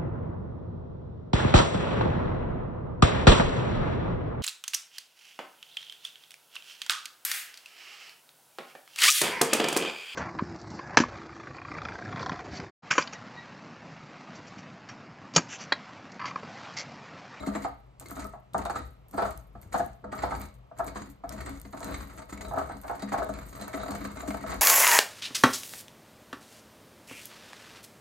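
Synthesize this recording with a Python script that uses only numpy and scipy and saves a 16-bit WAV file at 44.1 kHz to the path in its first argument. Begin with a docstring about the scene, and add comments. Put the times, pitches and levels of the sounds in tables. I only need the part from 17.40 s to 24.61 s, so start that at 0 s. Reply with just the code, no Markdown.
"""A pestle scrapes and clacks round a ridged ceramic bowl, close up on a stone kitchen counter.
Its wooden tip slips over the ridges and rings the bowl, the push rocks bowl and counter,
and the moist paste hisses and pops. A faint hum, room air and a short kitchen echo lie behind.
The microphone's two ports hear the treble out of step."""
import sys
import numpy as np
from scipy import signal
from scipy.fft import rfft, irfft, next_fast_len
from scipy.io import wavfile
from scipy.ndimage import uniform_filter1d

SR = 44100
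rng = np.random.default_rng(int(sys.argv[2]) if len(sys.argv) > 2 else 0)


def pcm_store(signal):
    """Save signal as 16-bit PCM."""
    levels = np.round(np.clip(np.atleast_2d(signal), -1, 1) * 32767)
    wavfile.write(sys.argv[1], SR, levels.astype(np.int16).T)


N = 317961

# pestle strokes: (start [s], length [s], scrape [dB], push [dB], counter shake [dB], hiss [dB], grit [dB])
STROKES = [(-0.12, 0.15, -25, -34.5, -42, -53, -29), (0.055, 0.21, -39.5, -36.5, -44, -56.5, -46.5),
           (0.591, 0.15, -51, -52, -43.5, -55, -55), (0.716, 0.16, -37.5, -39.5, -45, -51, -50),
           (1.125, 0.098, -26.5, -32, -31, -56, -34), (1.267, 0.18, -39, -43.5, -39.5, -53.5, -45.5),
           (1.703, 0.22, -39.5, -47.5, -40, -49, -47.5), (2.12, 0.2, -60, -71, -47, -69, -63),
           (2.312, 0.15, -64, -37.5, -38, -49.5, -40.5), (2.618, 0.086, -42, -40, -34, -73, -79),
           (2.703, 0.13, -33.5, -38, -47, -60, -40.5), (2.762, 0.24, -39.5, -45.5, -39.5, -54, -45.5),
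           (2.953, 0.095, -56, -42, -38, -49, -45), (3.345, 0.17, -41, -40.5, -43.5, -63, -45),
           (3.513, 0.17, -59, -40.5, -47, -58, -46.5), (3.831, 0.18, -41, -43, -41, -66, -47),
           (3.951, 0.23, -57, -44.5, -44.5, -54.5, -47.5), (4.213, 0.1, -61, -54, -44, -55, -84),
           (4.317, 0.22, -43.5, -42, -46.5, -53, -44), (4.41, 0.28, -61, -44.5, -47, -56.5, -45.5),
           (4.693, 0.14, -42, -47.5, -47, -53.5, -51), (4.874, 0.35, -47, -49.5, -47.5, -61, -62),
           (5.078, 0.23, -52, -51, -46.5, -60, -44.5), (5.269, 0.11, -43, -36.5, -56, -67, -41.5),
           (5.406, 0.18, -45.5, -45, -51.5, -53.5, -43), (5.582, 0.14, -39, -36, -52, -76, -53),
           (5.694, 0.25, -42, -43.5, -45, -56.5, -48.5), (5.887, 0.18, -54, -47, -47, -59.5, -42.5),
           (6.04, 0.37, -52, -48.5, -55, -55.5, -49.5), (6.313, 0.18, -39.5, -45, -50, -53, -39),
           (6.461, 0.29, -52.5, -43.5, -42.5, -59.5, -42.5), (6.701, 0.18, -46.5, -40.5, -51, -52.5, -44.5),
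           (6.861, 0.18, -41.5, -37.5, -48, -54, -69), (7.018, 0.19, -42.5, -41, -44, -49.5, -36)]
# the tip catches a ridge: (time [s], ring [dB], thud re ring [dB], rasp re ring [dB], t60 [s], spot [Hz])
CATCHES = [(0.073, -30, 18.5, -2, 0.077, 640), (0.154, -26, 7, -19, 0.086, 595),
           (0.249, -18, -32, -19, 0.084, 810), (0.611, -40, -2, -10, 0.06, 820),
           (0.716, -31, 8, -3, 0.035, 1300), (0.768, -35, -8, -12, 0.19, 1350),
           (0.937, -31, -13, -37, 0.095, 740), (1.147, -10.5, -5, -40, 0.033, 816),
           (1.164, -49, -13, -30, 0.034, 690), (1.256, -19, -32, -6.5, 0.055, 780),
           (1.299, -17, -26, -16, 0.05, 980), (1.36, -19.5, 1.5, -18, 0.021, 1230),
           (1.74, -26.5, 1, -39, 0.081, 807), (1.782, -15, -14, -15, 0.12, 780),
           (1.822, -20.5, -20, -7, 0.084, 760), (1.853, -32, -15, -4, .09, 1250),
           (2.154, -34, 0.5, -14, 0.05, 650), (2.343, -14.5, -11, -11, 0.065, 760),
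           (2.351, -24, -30, -18, 0.048, 1680), (2.397, -15.5, -5, -35, 0.033, 730),
           (2.403, -29, -30, -8, .06, 1700), (2.643, -25.5, 5.5, -44, 0.038, 590),
           (2.727, -24, -1, -7, 0.057, 1060), (2.836, -15, -37, -10, 0.07, 810),
           (2.878, -26, -20, -18, 0.036, 910), (2.921, -17.5, -18, -23, 0.063, 970),
           (3.001, -44, 6, -20, 0.082, 700), (3.315, -36.5, -8, -37.5, 0.057, 630),
           (3.396, -18, -27, -42, 0.064, 750), (3.405, -30, -18, -28, 0.048, 1230),
           (3.56, -27.5, 8.5, 0, 0.053, 586), (3.839, -28, -6, -40, 0.066, 700),
           (4.071, -40, -6, 4, 0.13, 1350), (4.254, -41.5, 17.5, 0, 0.039, 620),
           (4.335, -29, 0.5, -15, 0.086, 650), (4.407, -34, -17, -23, 0.093, 625),
           (4.48, -41, -2, -3.5, 0.32, 619), (4.791, -42, -7, -5, 0.027, 600.4),
           (4.822, -43, -10, -10, 0.019, 1500), (4.925, -45, 17, 2, 0.15, 950),
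           (5.112, -27, -30, -41, 0.16, 800), (5.138, -34.5, -24, -31, 0.17, 935),
           (5.163, -29, -15, -22, 0.027, 640), (5.175, -19, -5.5, -24, 0.05, 1230),
           (5.19, -21, -15, -8.5, 0.05, 715), (5.215, -34, -15, -20, .05, 1190),
           (5.296, -25.5, -30, -37, 0.12, 880), (5.445, -27.5, -26, -34, 0.071, 700),
           (5.497, -20.5, -30, -41, 0.12, 820), (5.627, -28, 13.5, -19, 0.054, 620),
           (5.722, -21.5, -12, -13.5, 0.2, 860), (5.742, -21, -4, -26, 0.051, 730),
           (5.785, -21.5, -27, -13, 0.088, 765), (5.822, -40, -9, -29, 0.088, 710),
           (5.893, -30.5, 7, -18, 0.04, 627), (6.19, -40, 3.5, -22, 0.16, 650),
           (6.278, -45, -3, 12, .04, 1290), (6.342, -38.5, 14.5, -5, 0.081, 1290),
           (6.376, -35, 12, -6, 0.045, 646), (6.404, -33, -11, 7, 0.027, 654),
           (6.434, -31, -13, -15, 0.028, 1320), (6.461, -30, -7, -22, 0.047, 646),
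           (6.517, -34, -4, -10, 0.054, 900), (6.547, -31.5, 4, -15, 0.03, 650),
           (6.487, -28.5, 3, -25, 0.096, 640), (6.615, -45, 2, -13, 0.027, 1300),
           (6.645, -39, 5, -10, 0.08, 1250), (6.797, -45, -9, -2, 0.13, 800),
           (6.834, -32, -11, -20, 0.038, 710), (6.88, -35, 16, -3, 0.12, 686),
           (6.908, -32.5, -8, 3, 0.03, 649), (6.946, -24, -27, 3, 0.024, 780),
           (6.973, -32.5, -13, -17, 0.029, 1250), (7.04, -34, -5, -20, 0.041, 720),
           (7.127, -29.5, -11.5, -0.5, 0.052, 700)]
# rings of glaze and ridges that colour hiss and rasp: (centre [Hz], width [Hz], boost [dB])
GLAZE = [(2270, 360, 3.5), (4410, 800, 6), (6520, 160, 14), (6970, 100, 10), (7730, 150, 4.5),
         (9300, 270, 2)]
RISE_S = 0.00372  # a contact starts this long before its sharpest rise


def gain_of(db):
    """Decibels to amplitude."""
    return 10 ** (np.asarray(db) / 20)


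def evened(x):
    """Scales to rms 1."""
    return x / np.sqrt(np.mean(x ** 2) + 1e-20)


def read(points, hz):
    """A curve's value at hz, on a log frequency axis."""
    f, value = np.transpose(points)
    return np.interp(np.log(hz + 1), np.log(f), value)


def stroke(column, peak, start_db, end_db, onset_s):
    """Gain from a STROKES column: fades in, bends at the share `peak` of each stroke, dies away."""
    out = np.zeros(N)
    for row in STROKES:
        first = max(round(row[0] * SR), 0)
        t = np.arange(first, min(first + SR, N)) / SR - row[0]
        past = t / row[1] - peak
        fall_db = end_db * (abs(past) / (1 - peak)) ** 1.4
        shape_db = np.where(past < 0, start_db * (past / peak) ** 2, fall_db)
        out[first:][:len(t)] += gain_of(row[column] + shape_db) * np.clip(t / onset_s, 0, 1)
    return out


def lumpy(per_s, spread_db, fade_ms, bed):
    """An uneven force: random slips that swell fast and fade, over a steady bed; rms 1."""
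    slips = gain_of(spread_db * np.minimum(rng.exponential(1, N), 3)) * (rng.random(N) < per_s / SR)
    for share in (1, .3):  # the fall, then the shorter rise
        slips = signal.lfilter([1], [1, -np.exp(-1000 / (share * fade_ms * SR))], slips)
    return evened(bed + evened(slips))


def bursts(seconds, db, t60, rise_ms, knee):
    """Event envelopes; knee 1 falls exponentially, more holds and lets go; db may have a row per mode."""
    db = np.atleast_2d(db)
    out, t = np.zeros((len(db), N)), np.arange(SR // 5) / SR
    for s, gain, fall in zip(seconds, gain_of(db).T, t60):
        shape = gain_of(-60 * (t / fall) ** knee) * (1 - np.exp(-1000 * t / rise_ms))
        part = out[:, max(round(s * SR), 0):][:, :len(t)]
        part += gain[:, None] * shape[:part.shape[1]]
    return out


def ring(modes, force, own, soft_hz, wander=0., patchy_db=0., blows=0., skirt=0.):
    """Modes driven by blows and noise, partly each one's own; hand and paste vary pitch and strength."""
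    out, (shared, other) = np.zeros((2, N)), rng.standard_normal((2, N))
    knots = rng.standard_normal((len(modes), 2, 120))
    forces = force * np.ones((len(modes), 1))
    for (hz, width, db, pan_db, lead), push, knot in zip(modes, forces, knots):
        other = np.roll(other, N // 19)
        drift, patch = (np.interp(np.linspace(0, len(k) - 1, N), range(len(k)), k) for k in knot)
        drive = push * (np.sqrt(1 - own ** 2) * shared + own * other + blows) * gain_of(patchy_db * patch)
        r, turn = np.exp(-np.pi * width / SR), np.exp(2j * np.pi * hz / SR)
        z = signal.lfilter([np.sqrt(1 - r * r)], [1, -r * turn], drive)
        if skirt:  # a second resonance, this many times as wide, builds the ring up softly
            soft = r ** skirt
            z = signal.lfilter([1 - soft], [1, -soft * turn], z)
        z = z * np.exp(2j * np.pi * np.cumsum(wander * hz * drift) / SR)
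        out[0] += gain_of(db + pan_db / 2) * (z * np.exp(1j * lead)).real
        out[1] += gain_of(db - pan_db / 2) * z.real
    out /= np.sqrt(np.sum(gain_of(np.array(modes)[:, 2]) ** 2) / 2)
    cushion = signal.butter(2, soft_hz, fs=SR, output="sos")  # wood and paste soften the contact
    return signal.sosfilt(cushion, out)


def at_ports(spectrum, a, b, rings=()):
    """Colours signal a; the microphone's right port hears it phase-shifted and partly replaced by b."""
    # between the ports: (frequency [Hz], left lead [rad], likeness [0-1])
    ports = [(150, 1.5, 1), (920, 2, 0.85), (2380, -1, 0.2), (6050, -1.46, 0.89), (8530, 0.82, 1),
             (10350, 3, 1), (13940, 8, 1), (14900, 8.5, 0.95)]
    size = next_fast_len(N + 4096)
    hz = np.fft.rfftfreq(size, 1 / SR)
    f, lead, alike = np.transpose(ports)
    lead, alike = np.interp(hz, f, lead), np.interp(hz, f, alike)
    rings_db = sum(db / (1 + (2 * (hz - at) / width) ** 2) for at, width, db in rings)
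    colour = evened(gain_of(read(spectrum, hz) + rings_db))
    left = rfft(a, size)
    right = alike * left * np.exp(-1j * lead) + np.sqrt(1 - alike ** 2) * rfft(b, size)
    return irfft(np.array([left, right]) * colour, size)[:, :N]


def room_tone():
    """The kitchen at rest: air and two low, wavering hums."""
    # air spectrum: (frequency [Hz], level [dB])
    air = [(60, -32), (150, 0), (270, -13.5), (649, -9.5), (716, -11.5), (1310, -16.5), (1480, -26),
           (2180, -24), (16000, -53)]
    # hums: (pitch [Hz], width [Hz], level [dB], left over right [dB], left lead [rad])
    hums = [(51.3, 2.5, 1, 4.7, 0.13), (122.2, 6.3, -2.8, 1.7, .1)]
    hum = ring(hums, gain_of(-55.5), own=0.94, soft_hz=430)
    return hum + gain_of(-61) * at_ports(air, *rng.standard_normal((2, N)))


def kitchen_echo(x):
    """Sparse reflections of random sign, separate for each port; each band dies at its own speed."""
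    # room decay: (frequency [Hz], t60 [s])
    decay = [(200, 0.34), (1000, 0.31), (4000, 0.44), (7000, 0.19), (12000, 0.062)]
    taps, grid = np.zeros((2, SR // 2)), np.arange(200, SR // 2 - 20, 20)
    at = grid + rng.integers(0, 20, (2, len(grid)))
    np.put_along_axis(taps, at, rng.choice([-1., 1.], at.shape), 1)
    hz, t, z = signal.stft(taps, SR, nperseg=256)
    tail = signal.istft(z * gain_of(-60 * t / read(decay, hz)[:, None]), SR, nperseg=256)[1]
    return signal.fftconvolve(x, tail / np.linalg.norm(tail[0]), axes=1)[:, :N]


def counter_shake():
    """Each stroke shakes the stone counter under the bowl."""
    # counter modes: (pitch [Hz], width [Hz], level [dB], left over right [dB], left lead [rad])
    modes = [(51.3, 150, -5, 3.9, 0.45), (60.6, 14.7, 8.5, 4.4, 0.087), (93, 71, -2, 2.8, 0.12)]
    shake = stroke(column=4, peak=0.7, start_db=11.5, end_db=-5.5, onset_s=0.18)
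    return ring(modes, shake, own=0.91, soft_hz=400)


def foot_thuds(blows):
    """Pushes and catches rock the bowl's foot against the counter."""
    # foot modes: (pitch [Hz], width [Hz], level [dB], left over right [dB], left lead [rad])
    modes = [(204, 7.8, 1.5, 2.4, 0.032), (278, 15, 4, 2.5, 0.84), (284, 86, -2.5, 1.9, 0.2),
             (152, 230, -14.5, 4.3, 0.065)]
    s, db, thud_db, _, t60, spot_hz = np.transpose(CATCHES)
    # a low catch favours the low modes
    lean_db = 5.5 * np.log2(np.array(modes)[:, :1] / 240) * np.clip(4 * np.log2(spot_hz / 800), -3, 3)
    push = stroke(column=3, peak=0.59, start_db=-7, end_db=-12, onset_s=0.17) * lumpy(40, 1.1, 5.0, 1.8)
    thuds = bursts(s - RISE_S, db + thud_db + lean_db, 0.52 * t60, rise_ms=6.1, knee=1.09)
    return ring(modes, push + thuds, own=0.81, soft_hz=710, blows=0.34 * blows, skirt=6.2)


def paste(crunch, scrapes):
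    """Moist paste hisses in two bands that flicker apart, ticks with bubbles and pops as it lets go."""
    # pops: (time [s], level [dB], centre [Hz], fizz re pop [dB])
    pops = [(0.066, -35, 4250, -12), (0.157, -45, 7100, -10), (0.231, -37.5, 4300, -23),
            (0.598, -31.5, 7550, -15), (0.661, -39, 4400, -38), (0.6854, -35, 7090, -23),
            (0.709, -29, 12200, -22), (0.755, -42, 3750, -24), (0.793, -39, 4900, -9.5),
            (0.869, -38.5, 13300, -36), (1.135, -38, 3700, -15.5), (1.1812, -28.5, 6400, -19),
            (1.2524, -32.5, 3730, -19), (1.2984, -35.5, 4360, -16), (1.357, -40.5, 6520, -11),
            (1.684, -48.5, 12500, -12), (1.712, -42, 13000, -20), (1.7796, -51, 6550, -12),
            (1.976, -34.5, 11200, -37), (2.2154, -40, 13000, -32), (2.223, -44, 12800, -16),
            (2.329, -38, 6800, -6.5), (2.379, -38, 7740, -4.5), (2.722, -46.5, 4540, -7),
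            (2.7506, -47, 8200, -3.5), (2.824, -44, 6450, -8), (3.387, -39.5, 7800, -11),
            (3.445, -36, 13500, -19), (3.466, -34, 6760, -19), (3.557, -44, 4470, -9),
            (3.7, -43, 13400, -12), (3.893, -26.5, 5440, -27), (3.924, -36, 6740, -11),
            (4.199, -39, 9100, -35), (4.2155, -34, 13100, -30), (4.3265, -49, 7120, -17),
            (4.405, -35.5, 6360, -20), (4.445, -30, 6200, -24), (4.895, -50, 7100, -2),
            (4.926, -44, 6890, -8), (4.9761, -45, 7120, -28), (5.01, -37.5, 4170, -16),
            (5.0843, -42.5, 8200, -15), (5.181, -41.5, 6550, -7), (5.415, -38, 11600, -17),
            (5.595, -45, 4260, -19), (5.622, -34, 4030, -16), (5.692, -46, 4560, -26),
            (5.726, -41, 6200, -1.5), (5.7788, -48, 8000, -4), (5.89, -41, 4010, -13),
            (5.939, -36.5, 4060, -43), (6.0872, -42.5, 8210, -9), (6.213, -31, 4140, -24),
            (6.3373, -38, 3870, -17), (6.509, -29, 4340, -20), (6.55, -33, 6500, -18),
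            (6.643, -37, 6480, -9.5), (6.7176, -43, 7800, -18), (6.878, -34.5, 6300, -9),
            (6.9435, -42, 7950, -25), (3.472, -36, 7000, -12), (3.377, -47, 7000, -12),
            (1.24, -44, 9000, -23), (1.329, -45, 13000, -25), (4.095, -42, 7500, -16),
            (4.369, -47, 7000, -25), (4.395, -42, 9100, -25), (5.37, -44.5, 6960, -17),
            (5.472, -45, 8750, -13), (0.844, -37, 5530, -44), (3.141, -52, 8000, -14),
            (4.009, -37, 4430, -24), (7.1, -38, 5060, -10)]
    # wet spectrum: (frequency [Hz], level [dB])
    spectrum = [(1500, -9), (3000, -7.5), (5000, -10), (6000, -5), (6700, -5), (8000, -1.5), (10000, -0.5),
                (13000, -4.5), (14500, -1.5), (16000, -30)]
    s, db, hz, fizz_db = np.transpose(pops)
    fizz_t60 = np.full(len(s), 0.075)
    tilt_db = 5.5 * np.log2(hz / 7500)  # a high pop fizzes high
    wet = stroke(column=5, peak=0.56, start_db=-4, end_db=-9.5, onset_s=0.2)
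    spray = stroke(column=5, peak=0.27, start_db=15, end_db=-9.5, onset_s=0.3)
    squeezed = wet * (0.26 + 0.58 * crunch) + gain_of(-14) * scrapes
    coarse = squeezed + bursts(s, db + fizz_db - tilt_db, fizz_t60, rise_ms=5.9, knee=1.135)
    fine = bursts(s, db + fizz_db + tilt_db, 1.66 * fizz_t60, rise_ms=2.7, knee=0.73)
    fine += spray * lumpy(70, 5.2, 4.9, 0.29)
    noise = rng.standard_normal((2, N))
    low = signal.sosfiltfilt(signal.butter(4, 10000, fs=SR, output="sos"), noise)
    hiss = gain_of(2.5) * at_ports(spectrum, *(coarse * low + fine * (noise - low)), GLAZE)
    bubbles = wet * gain_of(18.5 + 4.7 * rng.standard_normal(N)) * (rng.random(N) < 22 / SR)
    clicks = np.diff(bubbles, 2, append=[0, 0])  # tiny bubbles tick brightly
    t = np.arange(1024) / SR
    for at, level_db, f, spit in zip(s, db, hz, rng.standard_normal((len(pops), 1024))):
        snap = np.cos(2 * np.pi * f * t) * np.exp(-t / 0.00043) + .4 * spit * np.exp(-t / 0.0015)
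        if f < 5000:  # air squeaks out of the lower pops
            squeak = 0.18 * np.sin(2 * np.pi * f * t) * np.sin(np.pi * t / t[-1]) ** 2
            snap += squeak * (1 + 1.3 * uniform_filter1d(spit, 40))
        part = clicks[round(at * SR):][:1024]
        part += gain_of(level_db) * snap[:len(part)]
    return hiss + at_ports(spectrum, clicks, np.roll(clicks, 9))


def short_scrapes(grinding):
    """Gritty scrapes: their envelope, and the bowl's high rings that they and the grinding excite."""
    # scrapes: (time [s], grit [dB], favoured pitch [Hz], t60 [s], ring re grit [dB])
    scrapes = [(0.064, -40, 1870, 0.045, 5), (0.152, -34.5, 1900, 0.059, 4), (0.243, -34, 1930, 0.044, 0),
               (0.586, -61, 4530, 0.045, -4), (0.625, -42, 2210, 0.049, -11),
               (0.66, -34.5, 2210, 0.028, -5), (0.699, -39, 2170, 0.057, -10), (0.767, -40, 1960, 0.037, 0),
               (0.797, -38, 2010, 0.072, -2.5), (0.822, -39, 2090, 0.039, -2), (0.937, -58, 2400, 0.07, 2),
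               (1.138, -55, 2120, 0.027, -12), (1.185, -36, 1900, 0.037, 0), (1.218, -33, 2030, 0.056, -11),
               (1.2535, -36, 2130, 0.039, -1), (1.303, -31, 1900, 0.041, -3), (1.357, -36, 2190, 0.089, 0),
               (1.733, -46, 1900, 0.06, -5), (1.776, -36.5, 2190, 0.054, 2), (1.911, -40, 1900, 0.052, -5),
               (2.23, -51, 2190, 0.028, 4), (2.326, -35.5, 1910, 0.078, -2),
               (2.645, -54.5, 2190, 0.029, 10), (2.72, -44, 1900, 0.041, 0), (2.763, -52, 2150, 0.041, -1),
               (2.823, -32, 1930, 0.079, -5), (2.91, -31, 1950, 0.048, -6), (3.009, -41, 2170, 0.15, -6),
               (3.386, -39, 1930, 0.058, -13), (3.479, -35, 2090, 0.055, -2), (3.551, -41, 2190, 0.045, 0),
               (3.571, -32.5, 1950, 0.049, -3), (3.838, -49.5, 2400, 0.052, -6),
               (3.894, -46, 5070, 0.036, -6), (3.979, -40, 2020, 0.051, -7),
               (4.007, -30, 2190, 0.042, -2.5), (4.062, -45, 2140, 0.052, 6), (4.162, -48, 1920, 0.038, -6),
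               (4.253, -43, 1890, 0.034, 0), (4.329, -40, 2010, 0.045, -3), (4.36, -57, 2150, 0.036, -7),
               (4.448, -40, 4450, 0.048, -6), (4.485, -51, 2190, 0.045, 2), (4.695, -46, 2160, 0.14, -14),
               (4.787, -44.5, 1980, 0.041, -0.5), (4.822, -38.5, 3990, 0.038, -1),
               (4.894, -42, 1900, 0.1, -4), (4.927, -37.5, 2060, 0.044, 3), (4.978, -37, 1950, 0.022, 7),
               (5.011, -30.5, 2010, 0.049, -3), (5.051, -31, 2210, 0.034, -5),
               (5.183, -45, 2110, 0.045, -15), (5.596, -43.5, 4090, 0.077, 2.5),
               (5.625, -37, 3940, 0.035, 7.5), (5.677, -43, 2170, 0.042, 0),
               (5.689, -35.5, 2180, 0.057, -5), (5.72, -34, 2160, 0.067, -4),
               (5.78, -33.5, 2060, 0.049, -3), (5.922, -55, 2050, 0.038, -13), (5.94, -38, 4020, 0.047, -5),
               (6.077, -50, 2120, 0.041, 0), (6.215, -39, 4060, 0.045, 0), (6.339, -39, 2190, 0.06, 3),
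               (6.428, -44, 2240, 0.034, 0), (6.484, -27, 1900, 0.022, -2), (6.519, -31, 3940, 0.036, -14),
               (6.552, -43, 1930, 0.12, -7), (6.612, -46, 1930, 0.079, 3), (6.876, -46, 2240, 0.034, -1),
               (6.884, -37, 2020, 0.033, 0), (6.907, -32, 2200, 0.042, 2), (6.944, -36, 2120, 0.04, -15),
               (6.973, -40, 2080, 0.045, 1.5), (7.01, -42.5, 2000, 0.079, -5),
               (7.028, -43, 1900, 0.049, -6)]
    # high bowl modes: (pitch [Hz], width [Hz], level [dB], left over right [dB], left lead [rad])
    modes = [(1930, 110, 2, 0.72, 0.57), (2171, 96, -1, 0.47, -0.27), (3920, 120, -3.5, 0, -.8),
             (4513, 200, -4, 0, -1.1), (6540, 49, -6, 0, -1.8), (7160, 36, -2.5, 0, -1.1),
             (8080, 90, -5, 0, 0.68)]
    s, db, spot_hz, t60, ring_db = np.transpose(scrapes)
    favour_db = np.maximum(-30 * np.log2(np.array(modes)[:, :1] / spot_hz) ** 2, -5.0)
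    force = bursts(s - RISE_S, db + ring_db + favour_db, t60, rise_ms=3.3, knee=0.92)
    force += gain_of(-8.5) * grinding
    rings = ring(modes, force, own=0.92, soft_hz=11500, wander=.015, patchy_db=5)
    return bursts(s - RISE_S, db, t60, rise_ms=7.8, knee=0.97), rings


def ridge_rasp(friction):
    """Grit rasps on the ridges, flaring at each catch."""
    # grit spectrum: (frequency [Hz], level [dB])
    spectrum = [(600, 8.5), (1300, 10.5), (2150, -2.5), (2500, -7.5), (3300, -10.5), (4100, -10.5),
                (5000, -13.5), (7000, -42)]
    s, db, _, rasp_db, t60, _ = np.transpose(CATCHES)
    force = friction + bursts(s - RISE_S, db + rasp_db, t60, rise_ms=8.5, knee=0.91)
    return gain_of(2.5) * at_ports(spectrum, *(force * rng.standard_normal((2, N))), GLAZE)


def pestle_clack(blows):
    """The pestle's wood answers every catch with a dull clack."""
    # wood modes: (pitch [Hz], width [Hz], level [dB], left over right [dB], left lead [rad])
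    modes = [(797, 190, 4.5, -10, -1.5), (1080, 200, 3, -1, 0.5), (1361.5, 60, -2, 9, 1.1)]
    s, db, _, _, t60, _ = np.transpose(CATCHES)
    force = bursts(s - RISE_S, db - 11, 1.07 * t60, rise_ms=2.9, knee=1.19)
    return ring(modes, force, own=0.89, soft_hz=1730, wander=.06, blows=0.28 * blows, skirt=6.3)


def bowl_ring(blows):
    """The tip rubs and catches the ridges; the spot where it lands decides which modes answer."""
    # ceramic modes: (pitch [Hz], width [Hz], level [dB], left over right [dB], left lead [rad])
    modes = [(405.2, 22, -19, 23, 1.4), (497.7, 12.6, -3, -7.5, -1.15), (634, 30, -3, 7, 1.06),
             (690, 26, 3, 5, 0.55), (808, 29.5, -0.5, -4, -0.02), (908, 43, -3.5, -3, -1.8),
             (1110, 52, -15.5, 19, 0.66), (1224, 26, -2.5, 7, 0.75), (1294, 70, -0.5, -5.5, 0.48),
             (1528, 25, -9, 12, -0.71), (1689.5, 31, -4, 7.5, 1.46), (1855, 30, -12.5, -2, 1.9)]
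    # each mode under rubbing: (gain [dB])
    rubbed_db = [13.5, 1.5, 11.5, -57, -16.5, 4, 3, 0.5, 3.5, -2.5, -13, -9]
    s, db, _, _, t60, spot_hz = np.transpose(CATCHES)
    favour_db = np.maximum(3.5 - 58.0 * np.log2(np.array(modes)[:, :1] / spot_hz) ** 2, -9.0)
    pressure = stroke(column=2, peak=0.51, start_db=-3.5, end_db=-18.5, onset_s=0.19)
    rubbing = gain_of(rubbed_db)[:, None] * pressure * lumpy(120, 7.9, 2.96, 0.31)
    force = rubbing + bursts(s - RISE_S, db + favour_db - 13.5, t60, rise_ms=1.6, knee=1.75)
    return ring(modes, force, own=0.862, soft_hz=2030, wander=0.00399, patchy_db=1.5,
                blows=blows, skirt=6.7)


def scene():
    """Bowl and paste close to the microphone, the kitchen behind; thuds come through the counter."""
    crunch = lumpy(per_s=55, spread_db=5.6, fade_ms=4.6, bed=0.67)  # bits of food giving way
    grinding = crunch * stroke(column=6, peak=0.5, start_db=-6, end_db=-17, onset_s=0.22)
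    scrapes, high_rings = short_scrapes(grinding)
    blow_s = np.array(CATCHES)[:, 0] - RISE_S + 0.002  # the first hard touch of each catch
    blows = np.zeros(N)
    blows[np.round(blow_s * SR).astype(int)] = gain_of(32)
    body = bowl_ring(blows) + pestle_clack(blows) + ridge_rasp(grinding + scrapes) + high_rings
    wet = paste(crunch, scrapes)
    echo = kitchen_echo(gain_of(-8) * body + gain_of(-14) * wet)
    return room_tone() + echo + counter_shake() + foot_thuds(blows) + wet + body


def record(dry):
    """The microphone's bass cut, then the band limit."""
    thinned = signal.sosfilt(signal.butter(6, 42, "high", fs=SR, output="sos"), dry)
    band_limit = signal.firwin(511, 16450, window=("kaiser", 9), fs=SR)
    return signal.oaconvolve(thinned, band_limit[None], "same")


dry = scene()
out = record(dry)
pcm_store(out)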